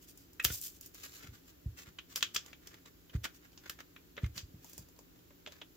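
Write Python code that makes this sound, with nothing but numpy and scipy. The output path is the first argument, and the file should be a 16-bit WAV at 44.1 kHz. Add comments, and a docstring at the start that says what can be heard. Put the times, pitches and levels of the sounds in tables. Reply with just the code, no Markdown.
"""In a small quiet room, a glue stick is uncapped and rubbed along an envelope on a covered table.
Stick-slip friction makes the paper scrape and crackle, and buckling makes it tick. Air resonance
gives the cap its pop, and impacts excite the modes of the plastic tube as it rattles in the hand.
Each press of the stick drives the table's low modes with a thud, and threads of glue snap faintly."""
import sys
import numpy as np
from scipy import signal
from scipy.fft import rfft, irfft, next_fast_len
from scipy.io import wavfile
from scipy.ndimage import uniform_filter1d

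SR = 44100
rng = np.random.default_rng(int(sys.argv[2]) if len(sys.argv) > 2 else 0)


def unload_wav(signal):
    """Save mono or channel-first audio to the path in sys.argv[1] as 16-bit WAV at rate SR, clipped to [-1, 1]."""
    wavfile.write(
        sys.argv[1],
        SR,
        np.round(np.clip(np.atleast_2d(signal).T, -1, 1) * 32767).astype(np.int16),
    )


N = 254076

# Spectra of room noise and microphone hiss. Each row: frequency in Hz, relative density in dB.
ROOM_SPECTRUM = [(15, -29), (32, -17), (53, -3.5), (115, -9), (145, -13), (205, -20.5), (275, -5),
                 (380, -11.5), (500, -19), (900, -26.5), (1500, -25), (2200, -28.5), (3000, -28),
                 (7300, -30.5), (8300, -53)]
HISS_SPECTRUM = [(6500, -16.5), (7600, -4), (8500, -17.5), (10300, -8), (11500, 0.5), (12200, 6),
                 (13200, -7), (14600, 5), (15400, 7), (16200, -21.5)]
# Coherence of that noise. 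Each row: frequency in Hz, left-right correlation.
NOISE_COHERENCE = [(30, 1), (130, 0.53), (300, 0.6), (640, -0.43), (1500, -0.19), (15000, 0.067)]
# Mains hum. Each row: frequency in Hz, level in dB.
MAINS_HUM = [(172, -73)]
# Colour of the microphone. Each row: frequency in Hz, relative gain in dB.
MIC_RESPONSE = [(150, 8.5), (400, 7.5), (850, -1), (1400, 4.5), (3400, 4), (4200, 4), (7300, 9),
                (8400, -1.5), (10300, -2), (12300, 3), (15500, 6), (16500, -23)]
# Phase between its two ports. Each row: frequency in Hz, lead of the right port in radians.
PORT_PHASE = [(200, 0.18), (700, 1), (2500, 0.051), (8000, 1), (15000, 1)]
# Five frequency bands. Each entry: a band edge in Hz.
BAND_EDGES = [350, 1100, 2400, 4300, 8000, 16000]
# Resonances of the hollow tube and the sheet under it. Each row: frequency in Hz, width in Hz, gain in dB.
TUBE_MODES = [(580, 120, -12.5), (1120, 450, -4.5), (1770, 660, -5.5), (2533, 154, -3), (3050, 146, -3),
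              (3380, 115, -0.5), (4830, 230, 3.5), (5580, 1700, -0.5), (6630, 124, -12)]
# Short scrapes. Each row: time of the peak in seconds, length in seconds, level in dB, tackiness 0 to 1.
PAPER_SCRAPES = [(0.024, 0.081, -65.5, .3), (0.094, 0.1, -63, 0.2), (0.193, .2, -71.5, 0.26),
                 (0.44, 0.018, -51, 0.1), (0.47, .11, -56, 0.9), (0.837, 0.14, -62.5, 0.36),
                 (1.043, .08, -59, 0.86), (1.236, 0.19, -61.5, 0.9), (1.353, .1, -68.5, .9),
                 (1.794, 0.12, -56, 0.72), (1.872, .09, -65, 0.95), (2.117, 0.11, -61, .65),
                 (2.169, 0.08, -49.5, 0.7), (2.353, .05, -51, 0.5), (2.456, 0.2, -68, 0.9),
                 (2.69, .3, -70, 0.98), (2.87, 0.079, -66, 0.9), (3.149, .09, -63, 0.99),
                 (3.242, 0.041, -52, 0.7), (3.354, 0.075, -65.5, .45), (3.442, 0.12, -71.5, 1),
                 (3.663, 0.18, -63.5, 0.98), (3.807, 0.093, -60.5, 0.97), (4.239, 0.09, -62.5, 0.97),
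                 (4.372, 0.13, -56, 0.63), (4.699, 0.42, -65.5, 0.46), (5.549, .22, -71, 0.97)]
# Paper buckling under the fingers. Each row: start in seconds, level in dB, tilt in dB per octave.
PAPER_TICKS = [(0.1746, -56.5, 2), (0.3324, -61.5, 2), (0.4262, -55.5, 4), (0.546, -46.5, 0.5),
               (0.6136, -46, 8.5), (0.662, -53, 12), (0.8109, -50, 2.5), (0.8605, -51, 4.5),
               (0.9451, -53, -0.5), (2.179, -53.5, 8.5), (4.645, -53.5, -2.7), (4.6962, -58.5, 7),
               (4.7327, -53.5, -1.5), (4.7793, -46, -1.5), (4.8866, -61.5, -3.5), (4.9897, -57, -4.6)]
# Spectrum of a tick before its tilt. Each entry: relative level of one band in dB.
TICK_SPECTRUM = [-14.5, -22, -18.5, -2.5, -0.5]
# Hollow notes as the cap comes off and, later, as the tube is set down.
# Each row: start in seconds, level in dB, note in Hz, lift of that resonance in dB.
CAVITY_POPS = [(0.3969, -35.5, 1870, 12), (0.3993, -33.5, 2600, 30), (0.452, -45.5, 580, -5),
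               (0.503, -53, 550, -8), (4.1761, -46.5, 565, 17), (4.243, -46.5, 2100, 19),
               (5.473, -47.5, 608, 12), (5.618, -53.5, 680, -3)]
# Impacts on the plastic tube. Each row: start in seconds, level in dB, favoured resonance in Hz,
# loss one octave above it in dB, decay constant in seconds.
TUBE_KNOCKS = [(0.445, -26, 13000, 3, 0.0042), (0.449, -27.5, 3050, -0.5, 0.0017),
               (0.502, -44, 1470, 2.5, .011), (1.9868, -41.5, 3050, 14.5, 0.0049),
               (2.1594, -33, 5160, 3.5, 0.00086), (2.208, -47, 3300, 4, 0.00063),
               (2.2271, -25, 3230, 7.5, 0.0027), (2.3468, -35.5, 7300, 12, 0.0062),
               (2.3614, -30.5, 3360, 18, 0.0021), (2.3639, -30, 5350, 12.5, .0025),
               (2.4616, -52, 6900, 10, 0.0021), (2.5306, -49, 2310, 7.5, 0.0023),
               (2.6717, -49.5, 5570, 4, 0.0021), (2.7418, -56, 1900, 3, 0.0028),
               (2.858, -56.5, 3820, 6, 0.0043), (3.0962, -56.5, 3100, 13, 0.0076),
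               (3.2423, -38, 2300, 2.5, 0.0078), (3.252, -37.5, 1440, 3, 0.0052),
               (3.576, -52, 5350, 18, 0.0015), (3.6965, -42.5, 1770, 0.24, 0.0023),
               (3.7886, -52.5, 1200, 3, .0028), (3.963, -49, 2420, 15, 0.0031),
               (4.1675, -51, 3600, 15, 0.00083), (4.178, -39.5, 2020, 15.5, 0.008),
               (4.243, -50, 2450, 12, .0032), (4.3789, -37.5, 4700, 10, 0.0006),
               (5.3056, -60.5, 580, 3, .0053), (5.4625, -44.5, 2860, 11.5, 0.0023),
               (5.473, -47.5, 3420, 11.5, 0.0056), (5.5213, -53.5, 4180, 7, 0.0018),
               (5.6152, -44.5, 3390, 20.5, 0.0067)]
# Presses on the table. Each row: start in seconds, peak level in dB, contact time in seconds.
TABLE_PRESSES = [(0.4516, -35, 0.0023), (0.504, -36, 0.00089), (1.243, -49, 0.00056), (1.283, -43, 0.0097),
                 (1.321, -49.5, 0.0038), (1.658, -29.5, 0.0052), (1.873, -48, 0.0057),
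                 (3.1488, -25.5, 0.0032), (4.2329, -24, 0.0038), (4.362, -46, 0.0017),
                 (4.427, -41.5, 0.011), (4.541, -43, 0.0025), (4.789, -45.5, 0.0064)]
# Modes of the table. Each row: frequency in Hz at a pitch ratio of 1, level in dB, T60 in seconds.
TABLE_MODES = [(66, -7, 0.32), (79.4, 4, 0.16), (108.8, 4, 0.18), (137.3, 4.5, 0.077), (191, -5.5, 0.071),
               (287, -2.5, 0.048), (375, -8.5, 0.089), (580, -19, .04)]
# A dry swish after uncapping, then the hand sliding the envelope into place.
# Each row: time in seconds, level in dB before the slide's gain.
SWISH_CURVE = [(0.48, -54), (0.54, -39.5), (0.565, -46.5), (0.585, -47), (0.605, -57), (0.625, -46.5),
               (0.67, -45), (0.73, -63.5), (0.765, -61), (0.79, -70)]
SLIDE_CURVE = [(0.93, -75), (0.95, -57.5), (1.022, -60.5), (1.036, -47), (1.094, -60.5), (1.16, -53),
               (1.186, -58), (1.286, -74), (1.326, -75), (1.342, -62), (1.43, -82), (1.496, -61),
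               (1.58, -102)]
# Strokes that draw threads of glue. Each row: start in seconds, end in seconds.
GLUE_STROKES = [(2.401, 2.6), (3.3, 3.85), (4.898, 6.2)]
# Friction spectra of bare and gluey paper. Each entry: relative level in dB of one of the upper four bands.
DRY_DB, TACKY_DB = [-24.5, -11.5, -2, 1.5], [1.5, -3.5, -5, -10]


def amp(db):
    """Amplitude ratio for a level in decibels."""
    return 10 ** (np.asarray(db) / 20)


def unit(x):
    """Normalisation to an rms of 1."""
    return x / np.sqrt(np.mean(x ** 2) + 1e-20)


def curve_at(points, hz):
    """Interpolation on a logarithmic frequency axis."""
    frequencies, values = np.transpose(points)
    return np.interp(np.log(hz + 1), np.log(frequencies + 1), values)


def band_octaves(hz):
    """Interval in octaves from hz up to the geometric centre of each band."""
    edges = np.array(BAND_EDGES, float)
    return np.log2(np.sqrt(edges[:-1] * edges[1:]) / hz)


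def add(mix, start, sound):
    """Superposition: a stereo sound joins the mix at start seconds."""
    part = mix[:, max(round(start * SR), 0):][:, :sound.shape[1]]
    part += sound[:, :part.shape[1]]


def noise_pair(size, coherence):
    """Partial coherence: two channels of white noise share a component."""
    shared, separate = rng.standard_normal((2, size))
    return np.array([shared, coherence * shared + np.sqrt(1 - coherence ** 2) * separate])


def resonate(drive, band_db, seconds, modes, lean_db):
    """Resonant filtering, with each band scaled toward the energy of band_db held for so many seconds."""
    size = next_fast_len(drive.shape[1] + 2048)
    hz = np.fft.rfftfreq(size, 1 / SR)
    body = 1 + sum(amp(db) / (1 + 2j * (hz - centre) / width) for centre, width, db in modes)
    spectrum = rfft(drive, size) * body * amp(curve_at(MIC_RESPONSE, hz))
    power = 2 * np.mean(abs(spectrum) ** 2, 0) / (size * SR * seconds)
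    gains = []
    for low, high, db in zip(BAND_EDGES, BAND_EDGES[1:], band_db):
        gain_db = db - 10 * np.log10(power[(hz >= low) & (hz < high)].sum() + 1e-20)
        gains += [(low * 1.12, gain_db), (high / 1.12, gain_db)]
    bass_cut = hz ** 2 / (hz ** 2 + 170 ** 2)
    balance = amp(np.outer([-1, 1], lean_db * (hz / BAND_EDGES[-1] - .3)))  # positive: treble to the right
    phase = np.exp(.5j * np.outer([-1, 1], curve_at(PORT_PHASE, hz)))
    return irfft(spectrum * amp(curve_at(gains, hz)) * bass_cut * balance * phase, size)


def room_tone(room_db=-63, hiss_db=-70):
    """Stationary noise of room and microphone, with a faint hum that wavers by phase modulation."""
    hz, t = np.fft.rfftfreq(N, 1 / SR), np.arange(N) / SR
    shared, separate = rfft(rng.standard_normal((2, N)))
    coherence = curve_at(NOISE_COHERENCE, hz)
    white = np.array([shared, coherence * shared + np.sqrt(1 - coherence ** 2) * separate])
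    room = amp(room_db) * unit(irfft(white * amp(curve_at(ROOM_SPECTRUM, hz)), N))
    hiss = amp(hiss_db) * unit(irfft(white * amp(curve_at(HISS_SPECTRUM, hz)), N))
    waver = unit(uniform_filter1d(rng.standard_normal(N), size=9000))
    hum = sum(amp(db) * unit(np.sin(2 * np.pi * f * t + 0.14 * waver)) for f, db in MAINS_HUM)
    return room + hiss + hum


def friction(speed, db, tack, tube_db, dry_slips_per_s=2200, tacky_slips_per_s=190):
    """Stick-slip friction: fibres and glue catch and let go; tacky paper slips less often and is duller."""
    size = len(speed)
    slips_per_s = dry_slips_per_s * (tacky_slips_per_s / dry_slips_per_s) ** (tack ** 2)
    slipping = rng.random(size) < slips_per_s / SR
    strength = amp(3 * np.minimum(rng.exponential(1, size), 4))
    slips = slipping * strength * rng.choice([-1, 1], size)
    t = np.arange(int(.06 * SR)) / SR
    sheet_ring = noise_pair(len(t), 0.12) * np.exp(-t / 0.00068)
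    sheet_tail = noise_pair(len(t), 0.066) * amp(-6 - 60 * t / 0.091)
    crackle = signal.fftconvolve(slips[None], sheet_ring + sheet_tail, axes=1)[:, :size]
    judder = amp(2 * unit(uniform_filter1d(rng.standard_normal(size), size=300)))
    smooth_rub = np.interp(tack, [0, 1], [0.91, 0.093]) * noise_pair(size, .2)
    drive = (unit(crackle) + smooth_rub) * speed * judder
    band_db = db + (1 - tack) * np.array(DRY_DB) + tack * np.array(TACKY_DB)
    modes = [(hz, width, level + tube_db) for hz, width, level in TUBE_MODES]
    return resonate(drive, [band_db[0] - 8, *band_db], size / SR, modes, lean_db=-0.5)


def paper_scrape(peak_time, length, db, tack, rise_share=.37):
    """Friction noise follows sliding speed, which rises and falls over a short rub."""
    rise = rise_share * length
    t = np.arange(0, length, 1 / SR)
    speed = np.sin(np.pi / 2 * np.interp(t, [0, rise, length], [0, 1, 0])) ** 3
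    return peak_time - rise, friction(speed, db, tack, tube_db=-4)


def click(start, band_db, note_hz, lift_db, ring_s, snap_share, lean_db, note_q=15):
    """Impulse response: a snap, dense damped ringing, then reflections from table and room."""
    t = np.arange(int(.35 * SR)) / SR
    ringing = noise_pair(len(t), .55) * np.exp(-t / ring_s) * (1 - np.exp(-t / 0.00098))
    tail = amp(-16 - 60 * t / .11) + amp(-37 - 60 * t / .4)
    tail *= np.sqrt(ring_s / 0.0024) * (1 - np.exp(-t / 0.0013))  # a longer ring feeds the room more
    decay = unit(ringing + noise_pair(len(t), .1) * tail)
    snap = np.sqrt(snap_share * len(t)) * (t == 0)
    lead = 128
    drive = np.pad(np.sqrt(1 - snap_share) * decay - snap, ((0, 0), (lead, 0)))
    modes = [*TUBE_MODES, (note_hz, note_hz / note_q, lift_db)]  # the contact point favours one resonance
    return start - lead / SR, resonate(drive, band_db, 0.0074, modes, lean_db)


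def paper_tick(start, db, tilt_db, note_hz=6840):
    """Buckling: the sheet gives way suddenly with a thin, bright tick."""
    band_db = db + np.array(TICK_SPECTRUM) + tilt_db * band_octaves(note_hz)
    return click(start, band_db, note_hz, lift_db=6, ring_s=0.0015, snap_share=0.039, lean_db=0.5)


def cavity_pop(start, db, note_hz, lift_db, width_octaves=0.7, skirt_db=-24.5):
    """Cavity resonance: the air in the cap or tube rings briefly around one note."""
    bell_curve = np.exp(-.5 * (band_octaves(note_hz) / width_octaves) ** 2)
    band_db = db + skirt_db * (1 - bell_curve)
    return click(start, band_db, note_hz, lift_db, ring_s=0.0023, snap_share=0.049, lean_db=-4)


def tube_knock(start, db, note_hz, loss_db, ring_s, hard_db=-25):
    """Impact excitation: the tube rings over a hollow thump, and a harder knock snaps more."""
    octaves = band_octaves(note_hz)
    force_db = min(db - hard_db, 0)
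    band_db = db - 8 * np.maximum(-octaves, 0) - loss_db * np.maximum(octaves, 0) ** 1.35
    thump_db = -52 + 0.41 * force_db
    band_db[0] = max(band_db[0], thump_db)
    snap_share = 0.27 * amp(0.52 * force_db)
    lift_db = 10 - 24 * snap_share  # the resonance stands out less in a hard knock
    return click(start, band_db, note_hz, lift_db, ring_s, snap_share, lean_db=-0.5)


def table_thud(start, db, contact_s, firm_db=-38.5, lead_s=.03):
    """Forced vibration: a soft push swings the table's modes while the paper flattens with a scuff."""
    t = np.arange(int(.4 * SR)) / SR
    pitch_ratio = 1.01 + 0.1 * max(firm_db - db, 0)  # light presses ring higher
    modes = sum(amp(level - 60 * t / t60) * np.sin(2 * np.pi * hz * pitch_ratio * t)
                for hz, level, t60 in TABLE_MODES)
    push = np.sin(np.pi * np.clip((t - lead_s) / contact_s, 0, 1)) ** 2
    low_cut = signal.butter(5, 48, "high", fs=SR, output="sos")
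    swing = signal.sosfilt(low_cut, signal.fftconvolve(modes, push)[:len(t)])
    muffle = signal.butter(2, [200, 520], "band", fs=SR, output="sos")
    scuff = unit(signal.sosfilt(muffle, noise_pair(len(t), 0.59))) * np.exp(-abs(t - lead_s) / 0.021)
    scuff *= min(0.0025 / contact_s, 1.2) ** 2  # a slower press scuffs less
    thud = swing / abs(swing).max() + amp(-27) * scuff
    balance = amp([[-.3], [.3]])
    return start - lead_s, amp(db) * thud * balance


def hand_slide(curve, gain_db, tack):
    """Sustained friction follows a level curve; a sliding hand couples only weakly to the tube."""
    times, level_db = np.transpose(curve)
    speed = amp(np.interp(np.arange(times[0], times[-1], 1 / SR), times, level_db))
    mean_db = 10 * np.log10(np.mean(speed ** 2))
    return times[0], friction(unit(speed), mean_db + gain_db, tack, tube_db=-17)


def glue_threads(start, end, snaps_per_s=8, centre_hz=3200):
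    """Rupture under tension: threads of glue snap faintly at random moments along a stroke."""
    draws = rng.uniform(-1, 1, (round((end - start) * snaps_per_s), 3))
    for place, strength, octaves in draws:
        onset = start + (end - start) * (place + 1) / 2
        yield tube_knock(onset, -70 + 2.5 * strength, centre_hz * 2 ** octaves, loss_db=3, ring_s=.0015)


def scene():
    """Linear superposition of paper, tube, table and glue over the quiet room."""
    mix = room_tone()
    for source, rows in ((cavity_pop, CAVITY_POPS), (tube_knock, TUBE_KNOCKS), (paper_tick, PAPER_TICKS),
                         (paper_scrape, PAPER_SCRAPES), (table_thud, TABLE_PRESSES)):
        for row in rows:
            add(mix, *source(*row))
    add(mix, *hand_slide(SWISH_CURVE, gain_db=-1, tack=0.078))
    add(mix, *hand_slide(SLIDE_CURVE, gain_db=1.5, tack=0.57))
    for stroke in GLUE_STROKES:
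        for snap in glue_threads(*stroke):
            add(mix, *snap)
    return mix


def record(dry):
    """Band limiting: a steep low-pass filter removes the treble above 16.3 kHz."""
    taps = signal.firwin(401, 16300, window=("kaiser", 8), fs=SR)
    return signal.oaconvolve(dry, taps[None], "same")


dry = scene()
out = record(dry)
unload_wav(out)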